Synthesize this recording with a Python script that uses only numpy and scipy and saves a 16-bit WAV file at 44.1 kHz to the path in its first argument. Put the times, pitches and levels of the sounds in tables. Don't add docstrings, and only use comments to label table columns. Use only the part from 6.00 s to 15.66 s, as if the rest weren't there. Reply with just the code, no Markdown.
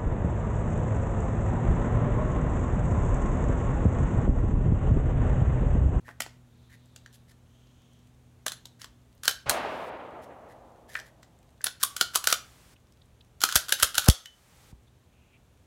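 import sys
import numpy as np
from scipy import signal
from scipy.fft import rfft, irfft, next_fast_len
from scipy.io import wavfile
from scipy.ndimage import uniform_filter1d, map_coordinates

SR = 44100
rng = np.random.default_rng(int(sys.argv[2]) if len(sys.argv) > 2 else 0)


def master_out(mix):
    frames = np.transpose(np.atleast_2d(mix))
    ceiling = np.clip(frames, -1, 1)
    pcm = np.round(ceiling * 32767).astype(np.int16)
    wavfile.write(sys.argv[1], SR, pcm)


N = 426006


def amp(db):
    return 10 ** (np.asarray(db) / 20)


def unit(x):
    return x / np.sqrt(np.mean(x ** 2) + 1e-20)


def along(points, hz):
    f, v = np.transpose(points)
    return np.interp(np.log(hz + 1), np.log(f), v)


def seconds(length):
    return np.arange(int(length * SR)) / SR


def add(track, s, x):
    part = track[max(round(s * SR), 0):][:len(x)]
    part += x[:len(part)]


def filtered(x, response):
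    m = next_fast_len(len(x) + 4096)
    return irfft(rfft(x, m) * response(np.fft.rfftfreq(m, 1 / SR)), m)[:len(x)]


def coloured(x, spectrum, size=1024):
    cepstrum = irfft(np.log(amp(along(spectrum, np.fft.rfftfreq(size, 1 / SR)))))
    cepstrum[1:size // 2] *= 2
    cepstrum[size // 2 + 1:] = 0
    impulse = irfft(np.exp(rfft(cepstrum)))
    return signal.fftconvolve(x, impulse)[:len(x)]


def resonance(x, centre, width, order=1):
    def response(f):
        damping = 1j * f * width
        return (damping / (centre ** 2 - f * f + damping)) ** order
    return filtered(x, response)


def noise(spectrum, n):
    return unit(filtered(rng.standard_normal(n), lambda hz: amp(along(spectrum, hz))))


def dying(x, t60s):
    hz, t, z = signal.stft(x, SR, nperseg=256)
    decay_db = -60 * t / along(t60s, hz)[:, None]
    return signal.istft(z * amp(decay_db), SR, nperseg=256)[1][:len(x)]


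def blow(x):
    return x / np.sqrt(np.sum(x ** 2) / (.004 * SR))


def wobble(rate, n):
    knots = rng.standard_normal(int(n * rate / SR) + 4)
    return map_coordinates(knots, [np.arange(n) * rate / SR])


def swelling(x, rise_db):
    return x * amp(rise_db * np.linspace(-.5, .5, len(x)))


# (frequency [Hz], relative level [dB per Hz])
AIR_SPECTRUM = [(20, -39), (32, -16), (48, -6), (75, -4), (130, -11), (220, -15.5), (330, -18.5),
                (500, -21.5), (1000, -27.5), (2000, -33), (3600, -34), (5000, -40), (6400, -37),
                (16000, -46.5)]
AIR_DB = -61
# (frequency [Hz], relative level [dB])
HUM_PARTIALS = [(85, -7), (122, 2), (167, -9.5), (243, -5.5)]
# (time [s], level [dB])
HUM_LEVEL = [(0, -57), (2.9, -61), (3.3, -64), (9.6, -68)]
# (start [s], end [s], centre [Hz], level [dB])
BIRDS_AND_INSECTS = [(.403, 1.35, 3710, -74.5), (1.393, 2.13, 3160, -73.5), (1.404, 2.15, 6360, -80),
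                     (6.76, 6.77, 2820, -63), (7.015, 7.025, 3720, -59.5), (7.206, 7.213, 3400, -56),
                     (8.868, 8.888, 3660, -69.5), (9.073, 9.4, 2585, -73.5), (9.32, 9.38, 2500, -65)]


def surroundings(waver_db=-0.5, waver_hz=2.7):
    hum = np.zeros(N)
    for hz, db in HUM_PARTIALS:
        level = amp(db + waver_db * wobble(8.9, N))
        phase = 2 * np.pi * np.cumsum(hz + waver_hz * wobble(9.9, N)) / SR
        hum += level * np.sin(phase)
    hum_db = np.interp(np.arange(N) / SR, *np.transpose(HUM_LEVEL))
    out = amp(AIR_DB) * noise(AIR_SPECTRUM, N) + amp(hum_db) * unit(hum)
    for start, end, hz, db in BIRDS_AND_INSECTS:
        n = len(seconds(max(end - start, .01)))
        band = unit(resonance(rng.standard_normal(n), hz, hz / 3.6, order=2))
        add(out, start, amp(db) * signal.windows.tukey(n, .5) * band)
    return out


# (frequency [Hz], t60 [s])
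ROOF_DECAY = [(200, 0.21), (1400, 0.3), (4000, 0.29), (9000, 0.22), (15000, 0.17)]


def under_roof(x, echo_s=.0126, echo_db=-13, tail_db=-13.5, build_s=0.0087):
    t = seconds(.4)
    late = np.maximum(t - echo_s, 0)
    echo = rng.standard_normal(len(t)) * (t > echo_s) * np.exp(-late / 0.0032)
    tail = dying(rng.standard_normal(len(t)), ROOF_DECAY) * (1 - np.exp(-(t / build_s) ** 2))
    response = amp(echo_db) * echo / np.linalg.norm(echo) + amp(tail_db) * tail / np.linalg.norm(tail)
    response[0] += 1
    return signal.fftconvolve(x, response)


def fidgets(count=90, level_db=-72, spread_db=4, width_hz=2600):
    ticks, t = np.zeros(N), seconds(.02)
    times = rng.uniform(0, N / SR, count)
    for s, size, pitch in zip(times, rng.standard_normal(count), rng.standard_normal(count)):
        burst = rng.standard_normal(len(t)) * np.exp(-t / .002)
        sound = resonance(burst, 4200 * np.exp(.4 * pitch), width_hz)
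        add(ticks, s, amp(level_db + spread_db * size) * blow(sound))
    return under_roof(ticks)[:N]


# (frequency [Hz], relative level [dB per Hz])
CLACK_SPECTRUM = [(500, -42.5), (1500, -16), (2400, -9.5), (3150, -1), (3800, -2), (4700, -3), (6400, -4),
                  (7600, -5.5), (10000, -22)]
# (frequency [Hz], relative level [dB per Hz])
TREBLE_SPECTRUM = [(4500, -31.5), (7500, -4), (8400, -3), (10300, 1.5), (12500, -2), (15000, -10),
                   (16000, -7)]


def rub(length, scrape_db, hollow_db, rough_db=3.5, treble_db=-4, hollow_hz=1560, hollow_width_hz=1000):
    t = seconds(length)
    stroke = signal.windows.tukey(len(t), .5) * amp(rough_db * wobble(500, len(t)))

    def grains():
        return np.pad(stroke * rng.standard_normal(len(t)), (0, 200))

    scrape = unit(coloured(grains(), CLACK_SPECTRUM))
    scrape = scrape + amp(treble_db) * unit(coloured(grains(), TREBLE_SPECTRUM))
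    hollow = unit(resonance(grains(), hollow_hz, hollow_width_hz, order=2))
    return amp(scrape_db) * scrape + amp(hollow_db) * hollow


# (frequency [Hz], relative level [dB], t60 [s])
STEEL_RINGS = [(3070, -2, .14), (3500, -1, .1), (4120, -2, .09), (4600, -2, .07), (5130, -2, .09),
               (6250, -2, .11), (6840, -5, .08), (9080, -5, .07), (10100, -5, .07), (10680, -2, .08),
               (11480, -3, .09), (14850, -8, .07)]
# (frequency [Hz], relative level [dB per Hz])
KNOCK_SPECTRUM = [(40, -30.5), (150, -5), (350, 2), (700, -4.5), (950, -8), (1800, -29)]


def contact(clack_db, treble_db, hollow_db, hollow_hz, knock_db, knock_hz, width_hz, chatter_s=0.0021,
            lead_db=-18, lead_s=0.0026, push_s=0.0023, ring_db=-16):
    t = seconds(.16) - .004
    after, hit = np.maximum(t, 0), t >= 0
    graze = amp(lead_db) * np.exp(np.minimum(t, 0) / lead_s)
    force = np.where(hit, 1 / (1 + (after / chatter_s) ** 1.6), graze)

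    def chatter():
        return force * rng.standard_normal(len(t))

    grip = np.exp(rng.normal(0, 0.025))
    clack_spectrum = [(hz * grip, db) for hz, db in CLACK_SPECTRUM]
    clack = amp(clack_db) * blow(coloured(chatter(), clack_spectrum))
    treble = amp(treble_db) * blow(coloured(chatter(), TREBLE_SPECTRUM))

    hz, db, t60 = np.transpose(STEEL_RINGS)[:, :, None]
    strength_db = db + np.where(hz < 7500, clack_db, treble_db) + ring_db + rng.normal(0, 4, hz.shape)
    detuned = hz * (1 + rng.normal(0, .008, hz.shape))
    partials = amp(strength_db - 60 * after / t60) * np.sin(2 * np.pi * detuned * after)
    ring = np.sum(partials, axis=0) / np.sqrt(len(hz))

    swell = (1 - np.exp(-after / push_s)) * np.exp(-np.pi * width_hz * after)
    pocket = swell * np.sin(2 * np.pi * hollow_hz * after + rng.uniform(0, 2 * np.pi))
    hollow = blow(blow(pocket) + blow(resonance(chatter(), hollow_hz, 1.8 * width_hz, order=2)))

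    frame = blow(resonance(chatter(), knock_hz, 680, order=2))
    knock = blow(frame + 0.38 * blow(coloured(chatter(), KNOCK_SPECTRUM)))
    return clack + treble + ring + amp(hollow_db) * hollow + amp(knock_db) * knock


# (time [s], width [Hz])
CUP_WIDTH = [(2.9, 480), (4.95, 330), (5.67, 450), (5.83, 171), (8.1, 220)]


def strike(s, strength_db, colour, hollow_hz, knock_hz=620):
    treble_db, hollow_db, knock_db = strength_db + np.array(colour)
    width_hz = np.interp(s, *np.transpose(CUP_WIDTH))
    sound = contact(strength_db, treble_db, hollow_db, hollow_hz, knock_db, knock_hz, width_hz)
    return s - .0037, sound


# (time [s], frequency [Hz])
HOLLOW_PITCH = [(0, 1680), (2.5, 1660), (2.84, 1344), (4.95, 1757), (5.3, 1740), (5.65, 1575), (6.15, 1361),
                (8.1, 1460), (8.26, 1800)]


def grip_hz(s):
    return np.interp(s, *np.transpose(HOLLOW_PITCH))


def ping(hz, db, t60):
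    t = seconds(.3)
    drift = np.cumsum(rng.standard_normal(len(t))) * .04 * np.sqrt(hz / 3000)
    return amp(db - 60 * t / t60) * np.sin(2 * np.pi * hz * t + drift)


# (start [s], end [s], scrape level [dB], hollow level [dB])
FINGER_RUBS = [(0.041, 0.127, -69, -58), (0.685, 0.767, -70, -62.5), (1.121, 1.167, -63, -76),
               (1.274, 1.33, -68.5, -70.5), (2.786, 2.85, -62.5, -61.5), (4.213, 4.255, -66, -64),
               (4.481, 4.536, -71.5, -64), (4.872, 5.007, -58.5, -57), (5.01, 5.106, -70, -66)]
LOOSE_HOLLOW_HZ = 1810
# (time [s], steel level [dB], hollow level [dB], frame knock level [dB])
GUN_CLICKS = [(.081, -66, -51, -45), (.089, -64, -42.5, -44.5), (0.2043, -28, -28.5, -34.5),
              (0.22, -32.5, -52, -61), (0.2625, -49, -49, -42.5), (.961, -45, -56.5, -59),
              (1.0607, -52, -46, -69), (2.4643, -26.5, -30, -32), (2.481, -28.5, -36.5, -58),
              (2.5192, -34, -40, -51), (2.6549, -41, -61, -55), (2.816, -40.5, -52, -61),
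              (2.8437, -41.5, -44.5, -53), (3.311, -32.5, -45, -47), (4.9531, -51.5, -25, -60),
              (4.9719, -59, -35.5, -63), (4.9895, -46, -40, -51), (4.999, -44, -56, -60),
              (5.2297, -53, -55.5, -60), (5.608, -66, -45.5, -60.5), (5.615, -49.5, -63, -70.5),
              (5.661, -33, -42, -45), (7.406, -37.5, -50, -66), (7.489, -30, -28.5, -61),
              (7.4962, -34, -37.5, -59.5), (7.513, -35, -43, -61), (7.524, -27.5, -32, -54),
              (8.0984, -7, -33.5, -41.5), (8.2573, -36, -39, -60)]
CLICK_TREBLE_DB, FIRM_DB, DULLING = -4.5, -26.5, 0.39
# (time [s], frequency [Hz], level [dB], t60 [s])
PING_TONES = [(2.519, 10800, -46, .14), (2.655, 2950, -72, .14), (3.2345, 10850, -46, .1),
              (5.642, 10220, -10.5, 0.011), (5.837, 8850, -32, .12), (8.1, 6300, -35.5, 0.39),
              (8.2568, 3013, -36.5, 0.2)]


def handling(swell_db=7):
    for s, db, hollow_db, knock_db in GUN_CLICKS:
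        bright_db = CLICK_TREBLE_DB - DULLING * max(FIRM_DB - db, 0)
        yield strike(s, db, (bright_db, hollow_db - db, knock_db - db), grip_hz(s), knock_hz=700)
    for start, end, db, hollow_db in FINGER_RUBS:
        length = max(end - start, .01)
        skin = rub(length, db, hollow_db, treble_db=-2, hollow_hz=LOOSE_HOLLOW_HZ, hollow_width_hz=440)
        yield start, swelling(skin, swell_db)
    for s, hz, db, t60 in PING_TONES:
        yield s, ping(hz, db, t60)


LIGHT_HOLLOW_DB, LIGHT_KNOCK_DB = -4.5, -19


def tick(s, strength_db, hollow_hz, bright_db=0):
    return strike(s, strength_db, (bright_db, LIGHT_HOLLOW_DB, LIGHT_KNOCK_DB), hollow_hz)


def travel(end_s, length, scrape_db, hollow_hz, hollow_db=-1.5, hollow_width_hz=650,
           swell_db=4, rattle_db=6.0, spread_db=4.0, count=2):
    scrape = rub(length, scrape_db, scrape_db + hollow_db, hollow_hz=hollow_hz, hollow_width_hz=hollow_width_hz)
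    yield end_s - length, swelling(scrape, swell_db)
    for share, size in zip(rng.uniform(0, .7, count), rng.standard_normal(count)):
        yield tick(end_s - share * length, scrape_db + rattle_db + spread_db * size, hollow_hz)


def lingering(s, hollow_hz, level_db, t60, ratio=0.99, closed_hz=1150, leak_db_per_hz=0.1):
    return s, ping(hollow_hz * ratio, level_db - leak_db_per_hz * (hollow_hz - closed_hz), t60)


# (rear stop time [s], strength [dB], brightness over strength [dB], hollow [Hz],
# travel time [s], scrape level [dB], catch level [dB], catch brightness over its level [dB],
# barrel unlocking level [dB])
SLIDE_PULLS = [(3.279, -14.5, -4.5, 1560, 0.045, -47, -37.5, -1.5, -51),
               (5.667, -25, -7.5, 1550, 0.024, -56, -29.5, 3.5, -60),
               (6.011, -15, -6, 1410, 0.046, -55, -30, -1, -49),
               (6.272, -15.5, -4, 1466, .031, -56.5, -30.5, -0.5, -45),
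               (7.4369, -14, -3.5, 1380, .0207, -47.5, -28.5, -4, -36.5),
               (7.7231, -15.5, -2, 1575, 0.039, -49, -36, -4.5, -30.5),
               (7.9804, -15, -2.5, 1516, 0.036, -44, -33, -8, -31)]
UNLOCK_S = 0.0083
STOP_HOLLOW_DB, STOP_KNOCK_DB = -4, -16
STOP_LINGER_DB = -23


def pulls():
    for s, db, bright_db, hollow_hz, travel_s, scrape_db, catch_db, catch_bright_db, unlock_db in SLIDE_PULLS:
        colour = (bright_db, STOP_HOLLOW_DB, STOP_KNOCK_DB)
        yield tick(s - travel_s, catch_db, grip_hz(s), catch_bright_db)
        yield tick(s - travel_s + UNLOCK_S, unlock_db, grip_hz(s))
        yield from travel(s, travel_s, scrape_db, grip_hz(s))
        yield strike(s, db, colour, hollow_hz)
        yield lingering(s, hollow_hz, level_db=db + STOP_LINGER_DB, t60=.26)


# (frequency [Hz], relative level [dB per Hz])
SHOT_SPECTRUM = [(30, -32), (60, -13.5), (130, -17.5), (250, -6), (400, -4), (620, 3), (900, -0.5),
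                 (1500, -5.5), (2700, -10.5), (4500, -19), (8000, -32), (12000, -45.5), (16000, -63.5)]
# (frequency [Hz], t60 [s])
WOODS_DECAY = [(100, 4.1), (400, 3.25), (800, 3.1), (1500, 2.16), (3000, 1.67), (8000, 0.67)]


def far_shot(start=3.458, level_db=-29.5, rise_s=0.018, boom_db=-40, boom_s=0.017):
    out, t = np.zeros(N), seconds(3)
    echoes = amp(1.2 * wobble(40, len(t)))
    roll = dying(noise(SHOT_SPECTRUM, len(t)), WOODS_DECAY) * echoes * (1 - np.exp(-t / rise_s))
    rumble = unit(resonance(rng.standard_normal(len(t)), 80, 110, order=2))
    boom = rumble * t / boom_s * np.exp(1 - t / boom_s)
    add(out, start, amp(level_db) * roll + amp(boom_db) * boom)
    return out


# (slam time [s], strength [dB], brightness over strength [dB],
# knock over strength [dB], hollow [Hz], travel time [s], scrape level [dB], barrel pick-up level [dB])
SLIDE_RETURNS = [(3.4994, -25, 0.5, -14.5, 1290, .015, -56.5, -19.5),
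                 (5.8342, -20, 3, -23.5, 1150, .038, -50, -25),
                 (6.157, -18, 0.5, -18, 1190, .023, -45, -27.5),
                 (6.326, -15.5, -4, -13.5, 1380, .046, -38.5, -37.5),
                 (7.56, -15.5, 1, -15.5, 1640, .07, -48, -16),
                 (7.83, -14, 1.5, -16, 1510, .052, -43.5, -19.5),
                 (8.0852, -9.5, -0.5, -7, 1286, .088, -44, -32.5)]
PICKUP_S = .0042
SLAM_HOLLOW_DB = -5


def returns():
    for s, db, bright_db, knock_db, hollow_hz, travel_s, scrape_db, pickup_db in SLIDE_RETURNS:
        colour = (bright_db, SLAM_HOLLOW_DB, knock_db)
        yield from travel(s, travel_s, scrape_db, grip_hz(s))
        yield strike(s - PICKUP_S, pickup_db, colour, grip_hz(s))
        yield strike(s, db, colour, hollow_hz, knock_hz=590)
        yield lingering(s, hollow_hz, level_db=-40, t60=.42)


def pistol():
    out = np.zeros(N)
    for s, sound in [*pulls(), *returns(), *handling()]:
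        add(out, s, under_roof(sound))
    return out


# (frequency [Hz], relative level [dB per Hz])
HISS_SPECTRUM = [(300, 3), (1000, 4), (4000, -2), (8000, -3), (16000, -11)]
# (start [s], end [s], level [dB])
HISS_SPANS = [(3.499, 3.9, -61), (5.853, 6.75, -60.5), (7.45, 8.73, -61)]


def hiss():
    out = np.zeros(N)
    for start, end, db in HISS_SPANS:
        n = len(seconds(end - start))
        add(out, start, amp(db) * signal.windows.tukey(n, .03) * noise(HISS_SPECTRUM, n))
    return out


# (time [s], peak level before the limiter [dB])
AIR_THUMPS = [(7.5561, -28), (7.827, -32), (7.981, -42.5), (8.0857, 6), (8.727, -39)]


def thumps(rest_hz=52, sweep_hz=270, sweep_s=0.0034, swell_s=0.0059, flutter_db=-22, flutter_hz=660):
    out, t = np.zeros(N), seconds(.12)
    phase = 2 * np.pi * np.cumsum(rest_hz + sweep_hz * np.exp(-t / sweep_s)) / SR
    swing = t / swell_s * np.exp(1 - t / swell_s) * np.sin(phase)
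    puff = np.exp(np.minimum((t - .022) / .006, (.022 - t) / .003))
    for s, db in AIR_THUMPS:
        add(out, s, amp(db) * swing)
        flutter = unit(resonance(rng.standard_normal(len(t)), flutter_hz, 750, order=2))
        add(out, s - .02, amp(db + flutter_db) * flutter * puff)
    return out


def scene():
    return (pistol() + fidgets() + thumps() + far_shot() + surroundings() + hiss())[None]


TOP_HZ = 16000


def record(dry, ceiling_db=-2.5, release_db_per_s=22):
    x = dry[0]
    peak = np.sqrt(2 * np.abs(uniform_filter1d(x ** 2, size=44)) + 1e-12)
    over_db = np.maximum(20 * np.log10(peak) - ceiling_db, 0)
    recovery = release_db_per_s * np.arange(N) / SR
    duck_db = np.maximum.accumulate(over_db + recovery) - recovery
    x = x * amp(-uniform_filter1d(duck_db, size=64))
    x = x / (1 + np.abs(x / .66) ** 6) ** (1 / 6)
    return filtered(x, lambda hz: 1 / (1 + (hz / TOP_HZ) ** 120))[None]


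dry = scene()
out = record(dry)
master_out(out)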